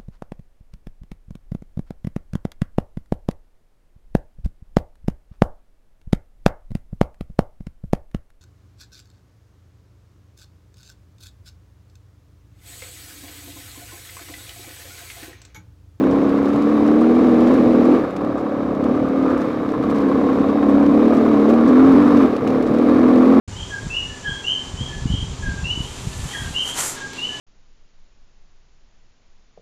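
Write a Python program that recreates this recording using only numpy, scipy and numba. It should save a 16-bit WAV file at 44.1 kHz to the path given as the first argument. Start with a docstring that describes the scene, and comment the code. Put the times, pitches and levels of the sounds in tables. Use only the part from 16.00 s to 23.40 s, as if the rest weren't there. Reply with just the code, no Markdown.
"""Dirt bike on a forest trail

A four-stroke single climbs rough ground, heard close up from a microphone on the rider's helmet.
Each cycle gives an exhaust blow and, with the throttle open, an intake gulp; both ring pipe and airbox.
The engine case clatters, chain and tyres hiss, the brake disc brushes its pads, stones tick,
bumps rattle and jolt the bike, and air rumbles at the microphone."""
import sys
import numpy as np
from scipy import signal
from scipy.fft import rfft, irfft, next_fast_len
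from scipy.io import wavfile
from scipy.ndimage import uniform_filter1d
from numba import njit

SR = 44100
rng = np.random.default_rng(int(sys.argv[2]) if len(sys.argv) > 2 else 0)


def dump(signal):
    """Clip the signal to [-1, 1] and save it as 16-bit WAV at the path in sys.argv[1]."""
    limited = np.clip(np.atleast_2d(signal).T, -1, 1)
    pcm = np.round(limited * 32767).astype(np.int16)
    wavfile.write(sys.argv[1], SR, pcm)


N = 326340
TIME = np.arange(N) / SR
CRUISE_HZ, CRUISE_DB = 38, -15  # firing rate and load at a steady pull

# engine speed: t/s, firing rate/Hz
SPEED = [(0.0, 32.77), (0.06, 33.02), (0.14, 34.61), (0.41, 34.67), (0.73, 37.07), (0.83, 36.4),
         (1.22, 41.86), (1.37, 39.5), (1.46, 40.57), (1.54, 43.89), (1.62, 40.79), (1.71, 40.04),
         (1.79, 40.91), (1.88, 41.69), (1.98, 42.72), (2.05, 33.76), (2.24, 37.19), (2.42, 36.05),
         (2.62, 35.81), (2.76, 33.5), (2.83, 34.3), (3.01, 38.31), (3.09, 37.82), (3.17, 38.95),
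         (3.52, 34.14), (3.77, 33.47), (3.91, 35.02), (4.01, 35.48), (4.08, 33.79), (4.26, 36.24),
         (4.39, 34.76), (4.48, 34.83), (4.58, 36.38), (4.74, 34.93), (4.92, 35.86), (5.04, 38.99),
         (5.28, 37.89), (5.41, 35.12), (5.45, 36.15), (5.52, 39.04), (5.63, 38.76), (5.84, 44.53),
         (5.93, 44.96), (5.98, 48.16), (6.01, 48.39), (6.1, 48.79), (6.17, 48.18), (6.24, 43.52),
         (6.31, 37.13), (6.41, 33.93), (6.44, 36.13), (6.55, 37.53), (6.67, 35.59), (6.83, 41.27),
         (6.91, 40.56), (6.98, 42.65), (7.04, 41.57), (7.22, 41.84), (7.31, 44.55), (7.39, 44.58)]
# how hard the engine pulls: t/s, level/dB
LOAD = [(0.0, -16), (0.5, -18), (0.9, -13.5), (1.2, -13.5), (1.54, -13.5), (1.6, -14.5), (1.95, -13),
        (2.06, -27.5), (2.15, -32.5), (2.24, -23), (2.42, -25), (2.79, -23.5), (2.86, -17), (3.0, -19.5),
        (3.11, -21.5), (3.18, -17.5), (3.33, -18.5), (3.54, -25), (3.8, -21.5), (4.04, -17.5), (4.6, -17.5),
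        (4.73, -12), (5.03, -13.5), (5.24, -14.5), (5.62, -13), (5.8, -9), (5.96, -9.5), (6.1, -12.5),
        (6.17, -10.5), (6.255, -10.5), (6.275, -21.5), (6.33, -20), (6.4, -26), (6.5, -16.5), (6.65, -20),
        (6.9, -13), (7.4, -10.5)]
# trims on top of load and speed: t/s, bark/dB, case clatter/dB, hiss/dB
TRIMS = [(0.0, 2.5, -0.5, 1), (0.8, 0, -0.5, 1.5), (1.0, 2, -2, 0), (1.6, 3, -0.5, 2.5),
         (1.7, 3.5, -3, 0.5), (2.1, 3.5, 1.5, 2.5), (2.2, 1.8, -0.5, -1.5), (3.2, 1, -2, -1),
         (3.3, 2, 3.5, 0.5), (3.5, 1, -1, 3), (3.7, 0, 0.4, -0.2), (4.2, 3, 2, 2), (4.9, -0.5, -0.5, 0),
         (5.0, 3.5, -0.5, 1.5), (5.4, 2.5, 1.5, 2.5), (5.5, 6, 0.1, 1.5), (5.6, 1, 1.5, 0.5),
         (6.2, 0.5, 2, 1.5), (6.3, 3.5, 0.5, 3), (6.8, 3, -2.5, 1), (6.9, 1.5, 0.1, 1.5), (7.4, 2, 1, 1)]
# colour of chain and loose parts: f/Hz, level/dB
RATTLE_COLOUR = [(600, -17), (1200, 20), (2500, 4), (4000, 1), (5500, -0.5), (7800, -6), (10000, -18.5),
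                 (16000, -26.5)]


def undb(db):
    """Decibels to gain."""
    return 10 ** (np.asarray(db) / 20)


def curves(table):
    """The columns of a table, joined by straight lines in time."""
    s, *columns = np.transpose(table)
    return [np.interp(TIME, s, c) for c in columns]


def unit(x):
    """Scale to rms 1."""
    return x / np.sqrt(np.mean(x ** 2))


def steady(x):
    """Scale to rms 1 over a few engine cycles, keeping the single beats."""
    size = SR // 9
    return x / np.sqrt(uniform_filter1d(uniform_filter1d(x ** 2, size), size // 2) + 1e-18)


def noise():
    """White noise."""
    return rng.standard_normal(N)


def walk(rate):
    """Glide to a new random value every 1 / rate s; rms 1."""
    size = int(SR / rate)
    steps = np.repeat(rng.standard_normal(N // size + 1), size)
    return unit(uniform_filter1d(steps, size)[:N])


def ring(x, colour, sharp=1):
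    """Pass x through a body's (Hz, dB) response; sharp 1 strikes and fades, -1 swells and stops."""
    size = next_fast_len(N + SR // 2, True) // 2 * 2
    hz, db = np.transpose(colour)
    freqs = np.arange(size // 2 + 1) * SR / size
    cepstrum = irfft(np.log(undb(np.interp(np.log(freqs + 1), np.log(hz), db))))
    cepstrum[1:size // 2] *= 1 + sharp
    cepstrum[size // 2 + 1:] *= 1 - sharp
    return irfft(rfft(x, size) * np.exp(rfft(cepstrum)))[:N]


@njit
def band(x, hz, width):
    """Band-pass whose centre may move every sample; gain 1 at the centre."""
    out, b, low = np.empty(len(x)), 0., 0.
    for i in range(len(x)):
        g, k = np.tan(np.pi * hz[i] / SR), width / hz[i]
        v = (b + g * (x[i] - low)) / (1 + g * (g + k))
        b, low, out[i] = 2 * v - b, low + 2 * g * v, k * v
    return out


def resonate(x, centres, width_hz, boost_db):
    """Lift a narrow resonance that moves along a (s, Hz) curve."""
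    hz, = curves(centres)
    return x + (undb(boost_db) - 1) * band(x, hz, float(width_hz))


def clicks(times, sizes):
    """Impulses, each shared between two neighbouring samples."""
    place = np.clip(times * SR, 0, N)
    at, part = place.astype(int), place % 1
    return (np.bincount(at, sizes * (1 - part), N + 2) + np.bincount(at + 1, sizes * part, N + 2))[:N]


def puffs(pulses, decay_s):
    """A burst of turbulence after each pulse, with the same energy as the pulse."""
    keep = np.exp(-1 / (decay_s * SR))
    return signal.lfilter([np.sqrt(1 - keep ** 2)], [1, -keep], np.abs(pulses)) * noise()


def strokes(cycles, jitter_s, scatter_db):
    """One pulse per engine cycle, never quite alike; jitter and scatter may be curves."""
    times = np.interp(np.arange(np.ceil(cycles[0]), cycles[-1]), cycles, TIME)
    chance = rng.standard_normal((len(times), 2))
    jitter, scatter = (np.interp(times, TIME, c + np.zeros(N)) for c in (jitter_s, scatter_db))
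    return clicks(times + jitter * chance[:, 0], undb(scatter * chance[:, 1]))


def crank(rate):
    """Engine cycles so far; now and then the beat shifts a few milliseconds, like an audio glitch."""
    # skips in the sound: t/s, delay of the beat/cycles
    skips = [(1.22, .2), (1.84, -.12), (4.28, .16), (5.69, -.13), (5.95, .12)]
    delay = sum(part * np.clip((TIME - s) / .025 + .5, 0, 1) for s, part in skips)
    return np.cumsum(rate) / SR - delay - .15


def pipe_boom(cycles):
    """Exhaust pushes and intake sucks; their spacing picks which harmonics stand out."""
    # throttle: t/s, intake gulp against exhaust blow/dB, its lag/cycles, unevenness/dB
    throttle = [(0, -5, .572, -17), (.45, -2, .575, -13.5), (1.15, -3.5, .572, -16),
                (1.55, -3.5, .575, -12), (1.9, -10.5, .57, -8), (2.2, -25, .57, -10), (2.7, -22, .57, -10),
                (3.0, -9.5, .66, -11), (3.25, -3, .65, -20), (3.5, -9.5, .62, -12), (3.8, -8, .6, -8.5),
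                (4.05, -3.5, .56, -5.5), (4.5, -9.5, .56, -9), (4.8, -4.5, .563, -9.5),
                (5.05, -10, .575, -9.5), (5.2, -11, .59, -6.5), (5.38, -6.5, .565, -18.5),
                (5.6, -6.5, .59, -23.5), (5.85, -2.5, .59, -26.5), (6.08, -16, .55, -10),
                (6.3, -12.5, .576, -13), (6.55, -6, .63, -13.5), (6.85, -11, .6, -9.5),
                (7.1, -8.5, .59, -13), (7.4, -7, .56, -10.5)]
    # low response of pipe and airbox: f/Hz, level/dB
    colour = [(15, -74), (40, -47), (78, -20), (120, -25), (165, -17.5), (205, 1.5), (240, 3), (268, 4),
              (290, 3), (325, 0.5), (375, -15.5), (600, -90)]
    # its wandering resonance: t/s, f/Hz
    resonance = [(0, 299), (.8, 273), (1.6, 268), (2.0, 307), (2.25, 310), (2.7, 298), (2.9, 261),
                 (3.25, 276), (3.45, 308), (3.8, 298), (4.1, 268), (4.9, 279), (5.1, 245), (5.35, 266),
                 (5.55, 232), (6.05, 268), (6.5, 283), (7.0, 283), (7.4, 246)]
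    intake_db, intake_lag, uneven_db = curves(throttle)
    # the throttle trembles over rough ground, so the growl wavers
    intake_db += 1.4 * walk(rate=11)
    intake_lag += .008 * walk(rate=14)
    # the blows vary in time and strength, following the unevenness curve
    uneven = undb(uneven_db)
    spread = dict(jitter_s=.0009 * uneven, scatter_db=4.5 * uneven)
    gas = strokes(cycles, **spread) - undb(intake_db) * strokes(cycles - intake_lag, **spread)
    boom = ring(gas + .75 * uneven * puffs(gas, decay_s=.008), colour, sharp=-.4)
    return resonate(boom, resonance, width_hz=108, boost_db=9.5)


def drone(boom, load_db, from_db=-18, full_db=-13):
    """Under load the pipe rings at its limit and the blows merge into a drone."""
    squeeze = np.interp(load_db, [from_db, full_db], [0, .45])
    swing = np.abs(signal.hilbert(steady(boom), next_fast_len(N)))[:N]
    size = SR // 200
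    envelope = uniform_filter1d(uniform_filter1d(swing, size), size)
    return steady(boom / (envelope + .1) ** squeeze)


def valve_bark(cycles, exhaust_lag=.2084, intake_lag=.59):
    """Each valve adds a short, bright bark with a spit of turbulence and a longer wake."""
    # balance of the two barks: t/s, intake against exhaust/dB
    balance = [(0, -4), (.45, 11), (.62, -6.5), (1.0, -6), (1.95, 6.5), (2.3, -11), (2.75, 2), (2.85, -4),
               (3.3, -0.5), (3.55, -5.5), (3.95, -7), (5.6, -8), (6.0, -2.5), (6.4, -7.5), (7.4, -2)]
    # midrange response of the pipe: f/Hz, level/dB
    colour = [(230, -19.5), (340, 4), (420, 2.5), (490, -0.5), (550, -0.5), (620, -1.5), (680, -4.5),
              (750, -3.5), (880, -13), (1500, -59), (4000, -100)]
    # its wandering resonance: t/s, f/Hz
    resonance = [(0, 493), (.6, 480), (1.0, 456), (1.5, 486), (1.9, 482), (2.3, 527), (3.0, 513),
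                 (4.0, 480), (4.35, 470), (4.8, 504), (5.25, 448), (5.5, 469), (5.9, 449), (6.6, 471),
                 (7.1, 488), (7.4, 495)]
    intake_db, = curves(balance)
    snaps = strokes(cycles - exhaust_lag, jitter_s=.00006, scatter_db=1.2)
    snaps += undb(intake_db) * strokes(cycles - intake_lag, jitter_s=.00006, scatter_db=1.2)
    spit, wake = .2 * puffs(snaps, decay_s=.003), .53 * puffs(snaps, decay_s=.04)
    bark = ring(snaps + spit + wake, colour, sharp=-.05)
    return steady(resonate(bark, resonance, width_hz=60, boost_db=8))


def piston_slaps(cycles):
    """Piston and valves slap twice a cycle, the second blow less regular."""
    first = strokes(cycles - .1, jitter_s=.0003, scatter_db=-.5)
    return first + .93 * strokes(cycles - .75, jitter_s=.00055, scatter_db=3.5)


def case_clatter(slaps):
    """The engine case rings under the slaps."""
    # response of the case: f/Hz, level/dB
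    colour = [(500, -28), (880, -4), (1030, -0.5), (1170, -5), (1300, -3), (1480, -8.5), (1750, -10.5),
              (2100, -34), (4000, -62)]
    # its wandering resonance: t/s, f/Hz
    resonance = [(0, 1104), (1.2, 1160), (1.6, 1140), (2.1, 1190), (2.699, 1133), (3.3, 1210), (3.65, 1140),
                 (3.95, 1130), (4.3, 1090), (4.9, 1100), (5.15, 1210), (5.4, 1105), (5.8, 1147),
                 (6.3, 1170), (7.4, 1120)]
    clatter = ring(.4 * slaps + puffs(slaps, decay_s=.014), colour, sharp=.2)
    return steady(resonate(clatter, resonance, width_hz=95, boost_db=9))


def tyre_hiss(slaps):
    """Tyres and grit give a grainy hiss that the engine's blows ride on."""
    # colour of the hiss: f/Hz, level/dB
    colour = [(1000, -4.5), (1800, 0), (2250, 1), (2800, -7), (3550, -9.5), (3730, -6), (3900, -9),
              (4500, -13.5), (5400, -16.5), (7000, -22.5), (9000, -28), (11000, -28.5), (13000, -30.5),
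              (16000, -33.5)]
    grit = unit(noise() * undb(2 * np.minimum(rng.exponential(size=N), 5)))
    return steady(ring(grit + .57 * unit(puffs(slaps, decay_s=.01)), colour))


def chain_jingle():
    """The slack chain jingles in fits."""
    return undb(-51 + 2 * walk(rate=25)) * unit(ring(noise(), RATTLE_COLOUR))


def crank_hum(cycles, speed):
    """The unbalanced crank hums at twice the firing rate, more as it speeds up."""
    return undb(-29 + .73 * walk(rate=6)) * speed ** 3.6 * np.sin(4 * np.pi * cycles)


def engine():
    """Engine, chain and tyres all swell with load; clatter, hiss and hum also with speed."""
    (rate,), (load_db,) = curves(SPEED), curves(LOAD)
    bark_db, case_db, hiss_db = curves(TRIMS)
    cycles, speed = crank(rate), rate / CRUISE_HZ
    pull_db, speed_db = load_db - CRUISE_DB, 20 * np.log10(speed)
    boom = undb(.82) * drone(pipe_boom(cycles), load_db)
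    bark = undb(-22 + .53 * pull_db + bark_db) * valve_bark(cycles)
    slaps = piston_slaps(cycles)
    clatter = undb(-30 + .31 * pull_db + .55 * speed_db + case_db) * case_clatter(slaps)
    hiss = undb(-41 + .34 * pull_db + speed_db + hiss_db) * tyre_hiss(slaps)
    return undb(load_db) * (boom + chain_jingle() + crank_hum(cycles, speed)) + bark + clatter + hiss


def wind(gust_db=1.5):
    """Air buffets the helmet, right at the microphone."""
    # strength of the wind: t/s, level/dB
    gusts = [(0, -29.5), (1.0, -33), (1.5, -29.5), (2.05, -30.5), (2.15, -31), (2.5, -35.5), (2.65, -28),
             (3.3, -33), (3.8, -30.5), (4.6, -32), (5.5, -29.5), (6.3, -34.5), (6.5, -27.5), (7.4, -37)]
    # colour of the rumble: f/Hz, level/dB
    colour = [(20, -35.5), (45, -1), (72, 5.5), (110, 9), (165, 13), (230, 14), (600, -34.5), (2000, -80)]
    level_db, = curves(gusts)
    return undb(level_db + gust_db * walk(rate=7.4)) * unit(ring(noise(), colour))


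def brake(brush_db=-66.5, graze_db=-54, graze_s=4.48, width_s=.22, whine_hz=3700, rise_hz_per_s=260):
    """The disc rings faintly as it brushes its pads; one harder graze gives a thin, rising whine."""
    # ring of the disc: f/Hz, level/dB
    disc = [(3300, -51.5), (3650, -11), (3730, -12), (3810, -15.5), (4200, -53)]
    brush = undb(brush_db + 2 * walk(rate=41)) * unit(ring(noise(), disc))
    hz = whine_hz + rise_hz_per_s * np.clip(TIME - graze_s, -1, 1) + 14 * walk(rate=120)
    contact = undb(graze_db + 2 * walk(rate=30)) * np.exp(-((TIME - graze_s) / width_s) ** 2)
    return brush + contact * np.sin(2 * np.pi * np.cumsum(hz) / SR)


def stones(level_db=-56.5, spread_db=5, count=110):
    """Small stones and chain links tick against the frame all along the trail."""
    # colour of a tick: f/Hz, level/dB
    colour = [(800, -18), (2200, 5), (5500, -4.5), (8000, -11.5), (16000, -24)]
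    when, size = rng.random((count, 2)).T
    hits = clicks(when * N / SR, undb(-spread_db * np.log(size + .05)))
    return undb(level_db) * unit(ring(puffs(hits, decay_s=.005), colour))


def rattles(gain_db=3.5, bounce_s=.0086, t60_s=.043, count=7):
    """Each bump throws chain and loose parts against the frame; they bounce, chink and die away."""
    # bumps in the trail: t/s, strength/dB, chink against rattle/dB
    bumps = [(0.109, -43, -21), (0.372, -48, -16), (0.483, -43.5, -19), (0.532, -46, -12), (1.009, -49, -5),
             (1.473, -41, -19), (1.536, -43.5, -13), (1.847, -42, -12), (2.378, -46, -17),
             (3.299, -47, -17), (3.408, -47, -14), (3.957, -41.5, -20), (4.690, -44.5, -8.5),
             (5.139, -45, -5), (5.168, -44, -15), (5.490, -39, -11), (5.677, -36.5, -20), (6.244, -55, -2),
             (6.665, -42, -18), (6.739, -46.5, -13)]
    # bright chink of metal on metal: f/Hz, level/dB
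    chink_colour = [(3000, -25.5), (8000, 5), (11000, -5), (16000, -4.5)]
    envelopes = np.zeros((2, N))
    age = TIME[:SR // 4]
    for (s, db, chink_db), chance in zip(bumps, rng.random((len(bumps), count))):
        starts = np.r_[0, np.cumsum(bounce_s * (.3 + chance[1:]))]
        blows = sum(.5 ** k * (age >= start) * undb(-60 * np.abs(age - start) / t60_s)
                    for k, start in enumerate(starts))
        at = int(s * SR)
        envelopes[:, at:at + len(age)] += np.outer(undb([db, db + chink_db]), blows[:N - at])
    rattle, chink = envelopes
    return undb(gain_db) * (ring(rattle * noise(), RATTLE_COLOUR) + ring(chink * noise(), chink_colour))


def thuds(gain_db=4.5, body_hz=137, attack_s=.0032, t60_s=.11):
    """Roots and ruts jolt the bike: a short, dull knock from tyre and frame."""
    # jolts through the suspension: t/s, strength/dB
    jolts = [(0.543, -23), (2.576, -31), (3.012, -24), (3.579, -32), (3.776, -22.5), (4.127, -28),
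             (5.511, -36), (6.42, -25), (6.702, -21), (6.938, -26)]
    out = np.zeros(N)
    for (s, db), detune in zip(jolts, rng.standard_normal(len(jolts))):
        age = np.maximum(TIME - s, 0)
        envelope = undb(db - 60 * age / t60_s) * (1 - np.exp(-age / attack_s))
        out += envelope * np.sin(2 * np.pi * body_hz * (1 + .04 * detune) * age)
    return undb(gain_db) * out


def scene():
    """Bike, trail and wind as they reach the helmet, in mono."""
    return (thuds() + rattles() + engine() + stones() + brake() + wind())[None]


def record(dry, ceiling=.95, top_hz=15750):
    """The helmet camera rounds the highest peaks and cuts the top."""
    rounded = dry / (1 + np.abs(dry / ceiling) ** 6) ** (1 / 6)
    return signal.sosfiltfilt(signal.ellip(10, .1, 60, top_hz, fs=SR, output="sos"), rounded)


dry = scene()
out = record(dry)
dump(out)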